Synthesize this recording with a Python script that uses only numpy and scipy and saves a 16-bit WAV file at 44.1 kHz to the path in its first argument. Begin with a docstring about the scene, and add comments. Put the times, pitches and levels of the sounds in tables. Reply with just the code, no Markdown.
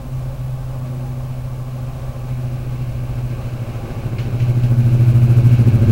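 """Diesel locomotive nearing a platform

A two-stroke diesel locomotive runs towards a camcorder on the platform, past an idling railcar.
Its exhaust is a set of tones locked to the shaft: nine firings a turn and a throb once a turn.
Shaped noise makes the gas roar and engine clatter, which grow as it nears, and the low rumble; noise bursts
are wheels on a rail joint. The railcar hums and whines. Under it all lie a steady faint hiss,
noise that scales with the sound's momentary size, and a thin whistle."""
import sys
import numpy as np
from scipy import signal
from scipy.fft import rfft, irfft
from scipy.io import wavfile
from scipy.ndimage import uniform_filter1d

SR = 44100
rng = np.random.default_rng(int(sys.argv[2]) if len(sys.argv) > 2 else 0)


def bounce(signal):
    """Save signal as a 16-bit WAV file at the path given by the first command-line argument."""
    frames = np.transpose(np.atleast_2d(signal))
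    limited = np.clip(frames, -1, 1)
    pcm = np.round(limited * 32767).astype(np.int16)
    wavfile.write(sys.argv[1], SR, pcm)


N = 260631
TIME = np.arange(N) / SR  # seconds


def undb(db):
    """Decibels to gain."""
    return 10 ** (np.asarray(db) / 20)


def unit(x):
    """Scale to rms 1."""
    return x / np.sqrt(np.mean(x ** 2))


def envelope(points):
    """Straight lines through (time, level) points, sample by sample."""
    s, level = np.transpose(points)
    return np.interp(TIME, s, level)


def colour(x, spectrum):
    """Shape a sound by (Hz, dB) points, falling away beyond both ends; rms 1."""
    hz, db = np.transpose(spectrum)
    f = np.maximum(np.arange(N // 2 + 1) * SR / N, 1)
    gain = undb(np.interp(np.log(f), np.log(hz), db))
    low_edge = np.minimum(f / hz[0], 1) ** 2
    high_edge = np.minimum(hz[-1] / f, 1) ** 2
    return unit(irfft(rfft(x) * gain * low_edge * high_edge, N))


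def noise():
    """White noise."""
    return rng.standard_normal(N)


def walk(rate):
    """Smooth random wandering of rms 1 with rate knots a second; it holds its value after 1024 knots."""
    knots = rng.standard_normal(1024)
    path = np.interp(TIME * rate, np.arange(len(knots)), knots)
    return unit(uniform_filter1d(path, max(int(SR / rate / 2), 1)))


def gate(turns, depth):
    """A swell once a cycle."""
    return np.exp(depth * np.cos(2 * np.pi * turns))


def partial(turns, wander, rate):
    """A tone of rms near 1 whose strength and phase waver."""
    waver = 1 + wander * (walk(rate) + 1j * walk(rate))
    tone = np.real(np.exp(2j * np.pi * turns) * waver)
    return np.sqrt(2) * tone / np.sqrt(1 + 2 * wander ** 2)


def locomotive():
    """Exhaust tones, gas puffs and mechanical clatter, all timed by the one shaft, over a low rumble."""
    turns = shaft_turns()
    return exhaust(turns) + gas_roar(turns) + engine_clatter(turns) + low_rumble()


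def shaft_turns():
    """Turns of the engine shaft as its heard speed eases down along an S-curve."""
    fast_hz, slow_hz = 14.411, 13.4854  # turns per second that the curve runs between
    middle_s, ease_s = 2.351, .924  # middle and time constant of the curve
    shaft_hz = slow_hz + (fast_hz - slow_hz) / (1 + np.exp((TIME - middle_s) / ease_s))
    start_turn = .15
    return np.cumsum(shaft_hz) / SR + start_turn


def approach(db, shadow_db, emerges, spread):
    """Gain rises as the distance shrinks (spread 1 = as 1 / distance) and the railcar stops screening.

    db is the level in the open at the reference distance, shadow_db the loss when fully screened,
    emerges the times in seconds when a part starts to come out and when it is in the open.
    """
    speed_m_s, track_m, reference_m = 14, 8, 28
    passes_s = 7.8  # when it would draw level with the listener, after the sound ends
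    distance = np.hypot(speed_m_s * (passes_s - TIME), track_m)
    hidden = np.interp(TIME, emerges, [1, 0])
    return undb(db - shadow_db * hidden) * (reference_m / distance) ** spread


def exhaust(turns):
    """The firing note and further shaft orders, which add up to one throb a turn."""
    # firing note, swelling and fading on its way; trimmed below: t/s, level/dB
    note_level = [(0, -48), (0.15, -23), (0.36, -28.7), (0.47, -23.5), (0.7, -27), (1.1, -26), (2.15, -29),
                  (2.3, -25), (3.2, -24), (3.95, -32.5), (4.38, -20.5), (4.85, -13.5), (5.5, -11.5),
                  (5.91, -19.0)]
    # the overtones together, trimmed below: t/s, level/dB
    overtone_level = [(0, -35.5), (0.5, -41), (0.9, -35), (1.3, -40.0), (2.6, -35.5), (3.6, -36),
                      (4.3, -32.5), (5.0, -27), (5.91, -17)]
    # further shaft orders, including the firing note's octave (18) and third harmonic (27):
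    # order [per turn], level/dB re the overtones' level
    orders = [(2, -24), (5, -9), (7, -1), (10, -2), (11, -7), (14, -13), (16, -12.5), (17, -0.5),
              (18, -3.5), (19, -13.5), (21, -15.5), (25, -9.5), (27, -15.5), (42, -22.5)]

    # the tones waver as the air and the reflections change
    note = partial(9 * turns, wander=.04, rate=20)
    beat = partial(8 * turns, wander=.07, rate=8)  # one order below, so it beats with the note once a turn
    beat_gain = approach(-14.5, shadow_db=14, emerges=(1.5, 5.3), spread=1.63)
    overtones = 0
    for order, db in orders:
        # away from the pipe's resonance the orders lag by part of a cycle, which rounds the throb
        lag = .3 * (abs(order - 9) > 1.5)
        # higher orders waver more on their way
        tone = partial(round(order) * turns - lag, wander=0.025 * order, rate=5)
        overtones = overtones + undb(db) * tone
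    note_gain = undb(envelope(note_level) + 1.37)
    overtone_gain = undb(envelope(overtone_level) - 4.5)
    return note_gain * note + beat_gain * beat + overtone_gain * overtones


def gas_roar(turns):
    """Turbulent gas leaves the stacks in a puff at each firing, strongest once a turn."""
    # tone colour of the gas: f/Hz, relative level/dB
    gas_colour = [(90, 5.5), (140, 10), (185, 4.5), (280, -2), (335, 4), (400, -2), (480, -6), (600, -6),
                  (720, -16), (1000, -18), (1550, -18.5), (2100, -33)]
    puffs = gate(turns, depth=.24) * gate(9 * turns, depth=.6)
    gain = approach(-23, shadow_db=11.5, emerges=(1.0, 4.2), spread=1.38)
    return gain * colour(noise() * puffs, gas_colour)


def engine_clatter(turns):
    """Noise of casing, fans and wheels, pulsing slightly at each firing and fluttering at random."""
    # tone colour of the casing, fans and wheels: f/Hz, relative level/dB
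    clatter_colour = [(450, 2), (800, 10), (940, -23), (1060, -6), (1280, -6.5), (1550, 7), (1850, -7.5),
                      (2200, 6), (2700, 5), (3500, -8), (4000, -3.5), (4700, -8.5), (6500, -12.5),
                      (11000, -33)]
    flutter = undb(0.89 * walk(16))
    gain = approach(-39.5, shadow_db=2.5, emerges=(2.0, 2.6), spread=1.0)
    return gain * colour(noise() * gate(9 * turns, depth=0.077) * flutter, clatter_colour)


def low_rumble():
    """Low noise of the train and the air, rising and sinking."""
    # tone colour of the rumble: f/Hz, relative level/dB
    rumble_colour = [(6, 1), (20, 5.5), (35, -2), (60, 3.5), (85, -4), (130, 3), (200, -20), (400, -23.5)]
    # its course, trimmed below: t/s, level/dB
    rumble_level = [(0, -30), (0.3, -26.6), (0.9, -30), (1.6, -28), (2.3, -28), (3.2, -26.5), (3.6, -31),
                    (4.4, -26.5), (5.91, -23)]
    return undb(envelope(rumble_level) - 2.0) * colour(noise(), rumble_colour)


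def rail_joint():
    """Each wheel strikes the gap: a burst of coloured noise with a sharp onset and a short ring."""
    # wheel blows, trimmed below: t/s, level/dB, decay/s
    clanks = [(4.183, -37, 0.04), (4.397, -37.5, 0.014), (4.42, -47, 0.011), (4.634, -39.5, .022)]
    # what wheel and rail ring with: f/Hz, relative level/dB
    wheel_colour = [(500, -18), (1400, 5), (2300, 9.5), (3000, 8.5), (3600, -0.5), (4300, 2.5), (7000, -7),
                    (9500, -26)]
    blows = 0
    for s, db, decay in clanks:
        age = np.maximum(TIME - s, 0)
        onset = 1 - np.exp(-age / 0.0012)
        tail = .3 * np.exp(-age / .06)
        blows = blows + undb(db + 0.5) * onset * (np.exp(-age / decay) + tail)
    # this wander has come to rest before the first blow, so it only shifts the blows' common level
    level_shift = undb(1.5 * walk(300))
    return blows * colour(noise() * level_shift, wheel_colour)


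def railcar():
    """A diesel at tick-over: a low firing hum, fluttering casing noise and wavering whines."""
    # harmonics of the firing hum: harmonic number, relative level/dB
    hum_harmonics = [(1, 1.5), (2, -10), (3, -17)]
    # tone colour of the casing: f/Hz, relative level/dB
    casing_colour = [(120, -9.5), (200, -5), (350, -9.5), (430, -6.5), (540, 3.5), (730, -4), (850, -4.5),
                     (960, -10), (1130, -5.5), (1350, -12.5), (1550, -14), (1900, -19), (4500, -26),
                     (9000, -32.5)]
    # fan and gear whines, level between swells: f/Hz, level/dB
    whine_tones = [(372, -57), (545, -52), (630, -58), (805, -54), (882, -59.5), (1051, -57.5), (1147, -58)]
    # swells of casing noise and whines: t/s, rise/dB, width/s
    swells = [(.8, 0.9, .2), (2.0, 2, 0.2), (3.8, 2.5, 0.29)]

    idle_hz = 39.3  # steady firing rate
    swell_db = sum(db * np.exp(-((TIME - s) / width) ** 2) for s, db, width in swells)
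    hum = sum(undb(db) * partial(round(k) * idle_hz * TIME, wander=0.067, rate=2.61)
              for k, db in hum_harmonics)
    casing = colour(noise() * undb(0.8 * walk(30)), casing_colour)
    whines = sum(undb(db) * partial(hz * TIME, wander=1.0, rate=20) for hz, db in whine_tones)
    return undb(-38.5) * hum + undb(-41.5 + swell_db) * casing + undb(swell_db) * whines


def scene():
    """Everything as it reaches the platform."""
    return (locomotive() + rail_joint() + railcar())[None]


def record(dry):
    """A steady faint hiss, noise that scales with the sound's momentary size, a faint whistle and a cut top."""
    steady_hiss = undb(-52.5) * noise()
    size_noise = undb(-37.7) * np.abs(dry) * noise()
    whistle_hz, top_hz = 15734, 15800
    whistle = undb(-62.0) * partial(whistle_hz * TIME, wander=.4, rate=100)
    low_pass = signal.ellip(12, .2, 80, top_hz, fs=SR, output="sos")
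    return signal.sosfilt(low_pass, dry + steady_hiss + size_noise + whistle)


dry = scene()
out = record(dry)
bounce(out)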